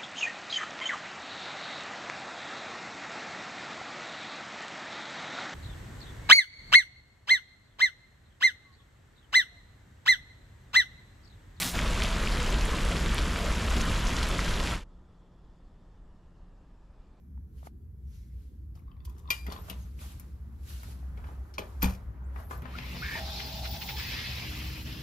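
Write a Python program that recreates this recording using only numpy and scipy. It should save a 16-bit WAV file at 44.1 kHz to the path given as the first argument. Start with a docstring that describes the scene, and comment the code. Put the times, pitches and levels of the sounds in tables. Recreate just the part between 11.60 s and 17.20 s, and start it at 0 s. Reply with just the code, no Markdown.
"""A rain shower on a lily pond, full and rather dull, over a low rumble of air; a short bright patter leads in.
Near drops slap the floating leaves as brief pulses, and tiny bubbles in the water ring with rising pitch.
Crowds of small rings and shaped noise make the farther rain; soft hollow tones slide through it.
After three seconds the shower fades out quickly, leaving a faint outdoor murmur, a whistly hiss
and a far-off hum of two sines, perhaps a pump."""
import sys
import numpy as np
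from scipy import signal
from scipy.fft import rfft, irfft, next_fast_len
from scipy.io import wavfile
from scipy.ndimage import uniform_filter1d, map_coordinates

SR = 44100
rng = np.random.default_rng(int(sys.argv[2]) if len(sys.argv) > 2 else 0)


def to_wav(sig):
    """Store sig (one row per channel, or 1-D mono) as 16-bit WAV at the path in sys.argv[1].

    Samples outside -1..1 are clipped; the rate is SR.
    """
    pcm = np.clip(np.atleast_2d(sig), -1, 1) * 32767
    pcm = np.round(pcm).astype(np.int16)
    wavfile.write(sys.argv[1], SR, pcm.T)  # frames by channels


N = 246959  # length [samples]

# the shower comes in, holds, then drops and low sounds fade together
SHOWER_FROM_S, SHOWER_RISE_S, SHOWER_UNTIL_S, LOW_UNTIL_S = 0.12, 0.031, 3.134, 3.135

# side level of the rain: (frequency [Hz], side minus mid [dB])
RAIN_SIDE = [(60, -27.5), (200, -30.5), (380, -25.5), (700, -24.5), (1000, -28), (1650, -14.5),
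             (2400, -15.5), (5500, -16), (9000, -12), (15000, -12)]


def shower():
    """Drops on leaves and small bubbles in the pond over the hiss of far rain, a dull wash and rumbling air."""
    # spectra of drops, wash and rumbling air: (frequency [Hz], relative level [dB])
    rain_spectrum = [(500, -31.5), (850, -3), (950, 1.5), (1300, 1), (1820, -2.5), (3300, -3.5), (4300, -8),
                     (6200, -11.5), (7600, -11), (8200, -16.5), (11000, -17.5), (13200, -28), (14700, -41),
                     (15400, -59.5)]
    wash_spectrum = [(56, -25.5), (95, -0.5), (125, 0.5), (165, -3), (195, -2.5), (220, -.5), (275, -7),
                     (330, -7), (420, -9), (628, -10), (754, -14), (850, -19), (1100, -40), (1870, -120)]
    rumble_spectrum = [(8, -23), (15, -4.5), (32, 2), (43, 1), (56, -0.5), (75, -8), (95, -13), (140, -38),
                       (240, -120)]
    # how hard the shower falls: (time [s], level over its steady level [dB])
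    strength = [(.2, 0), (.4, 0.3), (.55, 0), (.8, 0.3), (1.1, -0.5), (1.35, 0), (1.85, -0.5), (2.15, 0),
                (2.3, 0.2), (2.7, 0.5), (3.1, 0.1)]

    ticks = drops(rate=4500, spread_db=2.3, cycles=0.74)
    # bubbles ring far longer than impacts
    plinks = drops(rate=700, spread_db=3.1, cycles=7.92, size=800)
    far_hiss = noise(patchy_db=1.5)
    grains = ticks + amp(-7.0) * plinks + far_hiss

    s, strength_db = np.transpose(strength)
    flurry_db = 0.4 * wobble(22)  # small flurries in a very even fall
    fall_db = np.interp(np.arange(N) / SR, s, strength_db) + flurry_db
    rain = amp(fall_db) * (amp(-37) * coloured(grains, rain_spectrum, RAIN_SIDE) + far_taps())

    wash = amp(-36.0) * coloured(noise(patchy_db=1.5), wash_spectrum, RAIN_SIDE)
    rumble_level = amp(-29.0 + 0.33 * wobble(28))
    rumble = rumble_level * coloured(noise(patchy_db=0.5), rumble_spectrum, RAIN_SIDE)
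    return shower_gain(SHOWER_UNTIL_S) * rain + shower_gain(LOW_UNTIL_S) * (wash + rumble)


def far_taps(rate=520, db=-36.5, spread_db=2.5, hz=3000, pitch_spread=0.88, cycles=0.93):
    """Slaps on the leaves all around, hundreds a second, each at its own distance and pitch."""
    out = np.zeros((2, N))
    t = np.arange(-SR // 500, SR // 500) / SR
    for when, near, pitch, side in rng.random((int(rate * N / SR), 4)):
        closeness = min(-np.log(1 - near), 3.5)  # few drops land close by
        tone_hz = hz * np.exp(pitch_spread * (2 * pitch - 1))
        tap = amp(db + spread_db * closeness) * slap(t, tone_hz, cycles)
        add(out, when * (N - 1) / SR, tap, pan=0.11 * (2 * side - 1))
    return out


def leaf_taps(spray_t60=0.047):
    """A drop slaps a leaf, part of it lands again a moment later, and a spray of droplets follows."""
    # the closest drops on leaves: (time [s], slap level [dB], pitch [Hz],
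    # half length of the slap [cycles], rebound level [dB], spray level before its decay [dB])
    taps = [(0.0232, -19.5, 2600, 0.96, -33.5, -35.5), (0.0307, -18, 3730, .8, -33, -43),
            (0.1908, -17.5, 2280, 0.79, -40, -35), (.2203, -26, 2600, 0.99, -40, -50),
            (.3952, -25, 2200, .4, -40, -46), (0.4043, -19, 1670, 0.57, -40.5, -42),
            (0.4219, -14, 2900, 0.75, -28.5, -35), (0.4332, -21, 3400, 0.75, -41.5, -38),
            (0.437, -15, 4000, 0.35, -26.5, -39), (0.4492, -19, 2800, .9, -34, -34),
            (0.4562, -24, 3720, 0.81, -31.5, -39), (0.674, -17.5, 2660, 1.4, -30.5, -39),
            (0.7363, -28, 2400, 0.39, -40, -48), (0.7731, -23, 2400, .8, -36, -50),
            (0.8015, -24, 2700, 0.59, -32, -38), (0.8455, -25, 3000, 0.55, -40, -43),
            (0.925, -21, 2400, .6, -40, -46), (0.943, -22, 3500, 0.91, -42, -46),
            (1.0108, -18, 4000, .4, -40, -46), (1.1865, -21, 2560, 0.84, -44, -42),
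            (1.251, -24, 4500, 0.46, -36, -46), (1.323, -23, 2930, .8, -38, -50),
            (1.3593, -24, 2300, .8, -41, -41), (1.3684, -20, 3300, 0.47, -36, -39),
            (1.4616, -19, 3000, 0.56, -40, -46), (1.493, -22, 3170, 1.1, -35, -45),
            (1.5819, -15, 3000, 0.48, -44, -35), (1.5883, -20, 3300, 0.7, -38, -48),
            (1.7614, -22, 2100, 0.51, -37, -39), (1.9998, -30, 2800, 0.51, -44, -48),
            (2.1688, -25, 3500, .7, -40, -47), (2.2037, -28, 3000, .6, -38, -36),
            (2.21, -23.5, 2300, 0.56, -33, -36), (2.4713, -22, 5800, 0.98, -35, -45),
            (2.5673, -20.5, 5860, 1.1, -32, -42), (2.5872, -20.5, 3800, 0.51, -27, -35),
            (2.6303, -16.5, 3300, 0.45, -22, -34), (2.7505, -22.5, 3650, 1, -38, -44),
            (2.7843, -29, 6500, 1.2, -38, -49), (2.7918, -16, 1680, 0.62, -16, -36),
            (2.803, -29, 4500, 0.56, -30, -41), (2.8794, -24, 2430, 0.87, -34, -36),
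            (3.0016, -18.5, 3000, 0.51, -35, -39), (3.0737, -17.5, 3200, 0.54, -38, -41),
            (3.1111, -28, 3070, 1, -27, -49.5)]
    spray_per_s, rebound_s = 4000, 0.0009  # droplets a second; delay from slap to rebound

    out = np.zeros((2, N))
    t = np.arange(-SR // 500, SR // 20) / SR
    band = signal.butter(2, [1400, 5500], "band", fs=SR, output="sos")
    for s, db, hz, cycles, rebound_db, spray_db in taps:
        droplets = rng.standard_normal(len(t)) * (rng.random(len(t)) < spray_per_s / SR)
        spray_level = amp(spray_db - 60 * abs(t) / spray_t60) * (t > 0)
        spray = unit(signal.sosfilt(band, droplets)) * spray_level
        rebound = amp(rebound_db) * slap(t - rebound_s, hz, cycles)
        tap = amp(db) * slap(t, hz, cycles) + rebound + spray
        add(out, s + t[0], tap, pan=rng.normal(0.031, 0.05))
    return out


def slap(t, hz, cycles):
    """A drop's pressure pulse around t = 0: a sine under a bell curve, over within a few cycles."""
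    return np.sin(2 * np.pi * hz * t) * np.exp(-(hz * t / cycles) ** 2)


def bubble_ticks(t60=0.0052, rise=0.214, attack=0.00015, fizz_db=-13, fizz_t60=0.012):
    """A tiny bubble rings for a moment in a bright fizz, its pitch rising as it nears the surface."""
    # the clearest bubbles trapped by near drops: (time [s], peak level of the ring [dB], middle pitch [Hz])
    bubbles = [(.437, -32, 10400), (.829, -33, 7600), (.903, -31, 6500), (1.054, -32, 9200),
               (1.251, -36, 9300), (1.545, -29, 10600), (2.105, -31, 7300), (2.216, -26, 6370),
               (2.3995, -37, 11100), (2.631, -33.5, 9400), (2.689, -32.5, 11000), (2.803, -33, 5700)]

    out = np.zeros((2, N))
    t = np.arange(SR // 50) / SR
    band = signal.butter(2, [4500, 13000], "band", fs=SR, output="sos")
    for s, db, hz in bubbles:
        glide = hz * (1 + rise * (1 - 2 * np.exp(-t / 0.001)))
        envelope = amp(-60 * t / t60) * (1 - np.exp(-t / attack))
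        ring = np.sin(2 * np.pi * np.cumsum(glide) / SR) * envelope
        fizz_noise = unit(signal.sosfilt(band, rng.standard_normal(len(t))))
        fizz = fizz_noise * amp(fizz_db - 60 * t / fizz_t60)
        add(out, s, amp(db) * (ring / np.abs(ring).max() + fizz), pan=rng.normal(0, 0.304))
    return out


def patter():
    """Bright, close splashing of short rings and noise with a little low body, fullest right at the start."""
    # spectra of splash and body: (frequency [Hz], relative level [dB])
    splash_spectrum = [(150, -23), (250, 2), (318, -12.5), (347, -9), (507, -12), (821, -8.5), (2390, -8.5),
                       (3620, -7), (9180, -9.5), (15400, -13.5)]
    body_spectrum = [(15, -16.0), (60, 2.5), (110, -2.0), (250, -7.0), (330, -18.5), (900, -120)]
    # side level of the splash: (frequency [Hz], side minus mid [dB])
    splash_side = [(60, -21), (110, -21), (200, -26), (380, -20), (700, -24.5), (1290, -35), (2380, -28),
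                   (4400, -30.5), (8120, -27.5), (15000, -7.5)]
    # it eases from the start; from until_s on, the faster fade comes on top
    sag_db_per_s, fade_db_per_s, until_s = 35, 135, 0.083

    splash = drops(rate=4500, spread_db=2.05, cycles=0.57) + amp(-2) * noise(patchy_db=1.8)
    splash = coloured(splash, splash_spectrum, splash_side)
    body = coloured(noise(patchy_db=2.0), body_spectrum, RAIN_SIDE)
    t = np.arange(N) / SR
    level = amp(-sag_db_per_s * t - fade_db_per_s * np.maximum(t - until_s, 0))
    return level * (amp(-30.0) * splash + amp(-39.5) * body)


def swash(crest_s=0.8, half_s=0.8, db=-49):
    """A hollow, watery rush of band-shaped noise that is strongest early in the shower."""
    # spectrum of the rush: (frequency [Hz], relative level [dB])
    rush_spectrum = [(220, -42), (330, -3.5), (420, 0), (540, -3), (650, -0.5), (800, -11), (1000, -29.5),
                     (1500, -120)]
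    swell = np.exp(-((np.arange(N) / SR - crest_s) / half_s) ** 2)
    rush = coloured(noise(patchy_db=2.0), rush_spectrum, RAIN_SIDE)
    return amp(db) * swell * shower_gain(LOW_UNTIL_S) * rush


def hollow_tones(waver_db=1.5, drift_hz=5):
    """Soft, slightly unsteady single tones that swell, slide and sink back into the rain."""
    # (time of the crest [s], half length [s], pitch at the crest [Hz], glide [Hz/s], level at the crest [dB])
    tones = [(.31, 0.12, 490, -560, -50), (0.461, 0.13, 655, 130, -47), (0.629, .09, 435, -200, -49),
             (.81, 0.052, 491, -50, -45.5), (0.912, .07, 400, 0.5, -44.5), (0.961, 0.066, 615, 300, -51),
             (1.27, 0.1, 462, -250, -49.5)]
    t = np.arange(N) / SR
    out = np.zeros(N)
    waver = amp(waver_db * wobble(40))
    drift = drift_hz * wobble(40)
    for s, half_s, hz, glide, db in tones:
        phase = 2 * np.pi * np.cumsum(hz + glide * (t - s) + drift) / SR
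        out += amp(db) * np.exp(-((t - s) / half_s) ** 2) * unit(np.sin(phase))
    return waver * out


def hum(hz=176.3, drift_hz=0.66, waver_db=1.3, waver_rate=3):
    """One distant tone and its octave, which swells now and then and sinks as the shower fades."""
    # slow swells: (time of the crest [s], half width [s], lift [dB])
    swells = [(.05, 0.2, 3), (1.42, 0.14, 8), (2.65, 0.3, 2.5), (3.6, .25, 4.5), (4.85, 0.41, 5)]
    t = np.arange(N) / SR
    phase = 2 * np.pi * np.cumsum(hz + drift_hz * wobble(9.2)) / SR
    tone = unit(np.sin(phase) + amp(-19.5) * np.sin(2 * phase))
    swell_db = sum(db * np.exp(-((t - s) / width) ** 2) for s, width, db in swells)
    level = amp(-47) * fade(SHOWER_UNTIL_S) + amp(-70)  # the second part stays on in the calm
    return level * amp(swell_db + waver_db * wobble(waver_rate)) * tone


def calm():
    """The faint low murmur and thin, whistly hiss of the garden, heard as the shower fades."""
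    # spectra of murmur and hiss: (frequency [Hz], relative level [dB])
    murmur_spectrum = [(20, 8.5), (32, 18.5), (60, 10.5), (95, 2.5), (135, -0.8), (220, -3.5), (310, -7.5),
                       (450, -11), (700, -14.5), (1050, -15.5), (1250, -18), (1450, -23.5), (1850, -26),
                       (2150, -33), (3500, -80.5)]
    hiss_spectrum = [(1200, -24.5), (2200, -1), (3000, 1), (3550, -.5), (4000, -2.5), (5300, -3),
                     (5900, -7), (7700, -6.5), (8500, -14), (11000, -17), (14000, -26)]
    # side level of the calm: (frequency [Hz], side minus mid [dB])
    calm_side = [(60, -24), (110, -27), (200, -35), (380, -28.5), (700, -33), (1290, -15.5), (2380, -7),
                 (4400, -9), (8120, -9.5), (15000, 0.5)]
    murmur = amp(-52) * coloured(noise(patchy_db=0.5), murmur_spectrum, calm_side)
    hiss = amp(-80.5) * coloured(noise(patchy_db=1.6), hiss_spectrum, calm_side)
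    return (1 - shower_gain(SHOWER_UNTIL_S)) * (murmur + hiss + whistles())


def whistles():
    """Narrow bands of hiss that swell, drift in pitch and sink again."""
    # (time of the crest [s], half length [s], pitch at the crest [Hz], glide [Hz/s],
    # bandwidth [Hz], level at the crest [dB])
    whistle_bands = [(3.351, 0.69, 1326, -90.5, 200, -81.5), (3.696, .55, 3400, -1, 482, -86),
                     (4.197, .3, 3580, 82.5, 240, -90), (4.6, 1.3, 1746, -110, 302, -85.5),
                     (4.852, 0.54, 2785, -350, 420, -88.5), (5.449, .35, 2418, -200, 320, -88.5),
                     (5.55, 0.303, 3480, 0, 278, -91)]
    t = np.arange(N) / SR
    out = np.zeros((2, N))
    for s, half_s, hz, glide, width_hz, db in whistle_bands:
        band = unit(filtered(rng.standard_normal((2, N)), lambda f: np.exp(-(2 * f / width_hz) ** 2)))
        # the two slow noises ride on a cosine and a sine, which lifts the band to its pitch
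        phase = 2 * np.pi * np.cumsum(hz + glide * (t - s)) / SR
        whistle = band[0] * np.cos(phase) + band[1] * np.sin(phase)
        out += amp(db) * np.exp(-((t - s) / half_s) ** 2) * whistle
    return out


def fade(until_s):
    """Gain that holds at 1, then falls at a steady rate in dB and closes."""
    fade_db_per_s, fade_s = 204, 0.11
    late = np.maximum(np.arange(N) / SR - until_s, 0)
    closing = np.clip(10 * (1 - late / fade_s), 0, 1)  # shuts over the last tenth of the fade
    return amp(-fade_db_per_s * late) * closing


def shower_gain(until_s):
    """How much of the shower is heard: quick rise, long hold, fade."""
    rise = np.clip((np.arange(N) / SR - SHOWER_FROM_S) / SHOWER_RISE_S, 0, 1)
    return rise * fade(until_s)


def drops(rate, spread_db, cycles, size=192):
    """Countless small impacts, each a damped ring of its own pitch, size and side: a near-white mid and side pair."""
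    when, pitch, near, life, side = rng.random((int(rate * N / SR), 5)).T
    low_hz, high_hz = 600, 15000
    hz = (low_hz * (high_hz / low_hz) ** pitch)[:, None]
    turns = hz * np.arange(size) / SR
    closeness = np.minimum(-np.log(1 - near), 5)  # few drops land close by
    ring = np.sin(2 * np.pi * turns) * np.exp(-turns / (cycles * (0.5 + life[:, None])))
    ring = ring * hz * amp(spread_db * closeness)[:, None]  # higher rings are shorter and start louder
    at = ((when * N).astype(int)[:, None] + np.arange(size)).ravel()

    def mix(rings):
        """Sum all rings at their times."""
        return unit(np.bincount(at, rings.ravel(), N + size)[:N])

    return np.array([mix(ring), mix(ring * (2 * side[:, None] - 1))])


def noise(patchy_db):
    """Two white noises with patches of random gain in time and frequency."""
    z = signal.stft(rng.standard_normal((2, N)), nperseg=512)[2]
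    field = uniform_filter1d(rng.standard_normal(z.shape[1:]), size=7, axis=0)
    field = uniform_filter1d(field, size=8, axis=1)
    return unit(signal.istft(z * amp(patchy_db * unit(field)), nperseg=512)[1][:, :N])


def coloured(pair, spectrum, side_level):
    """A white mid and side pair becomes left and right of rms 1 with this spectrum and side level."""
    def gain(hz):
        """Spectrum for both, side level for the side alone."""
        return amp(along(spectrum, hz)) * np.array([np.ones_like(hz), amp(along(side_level, hz))])

    mid, side = filtered(pair, gain)
    return unit(np.array([mid + side, mid - side]))


def filtered(x, gain):
    """x times a gain that depends on frequency."""
    m = next_fast_len(N + SR // 2)
    return irfft(rfft(x, m) * gain(np.fft.rfftfreq(m, 1 / SR)), m)[..., :N]


def along(points, hz):
    """(Hz, value) points read on a log axis."""
    f, v = np.transpose(points)
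    return np.interp(np.log(hz + 1), np.log(f + 1), v)


def wobble(rate):
    """A smooth random curve, rate knots a second."""
    knots = rng.standard_normal(int(N * rate / SR) + 4)
    return map_coordinates(knots, [np.arange(N) * rate / SR])


def add(out, s, sound, pan):
    """Mix a short sound into the stereo track at time s; a positive pan leans left."""
    i = max(round(s * SR), 0)
    out[:, i:i + len(sound)] += np.outer([1 + pan, 1 - pan], sound)[:, :N - i]


def amp(db):
    """Decibels to gain."""
    return 10 ** (np.asarray(db) / 20)


def unit(x):
    """Scale to rms 1."""
    return x / np.sqrt(np.mean(x ** 2) + 1e-20)


def scene():
    """Everything in the open air, without echo."""
    rain = shower() + leaf_taps() + bubble_ticks() + patter()
    return rain + swash() + hollow_tones() + hum() + calm()


def record(dry):
    """The recorder keeps nothing above its band limit."""
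    top_hz = 15700
    return filtered(dry, lambda hz: np.clip((top_hz - hz) / 400, 0, 1))


dry = scene()
out = record(dry)
to_wav(out)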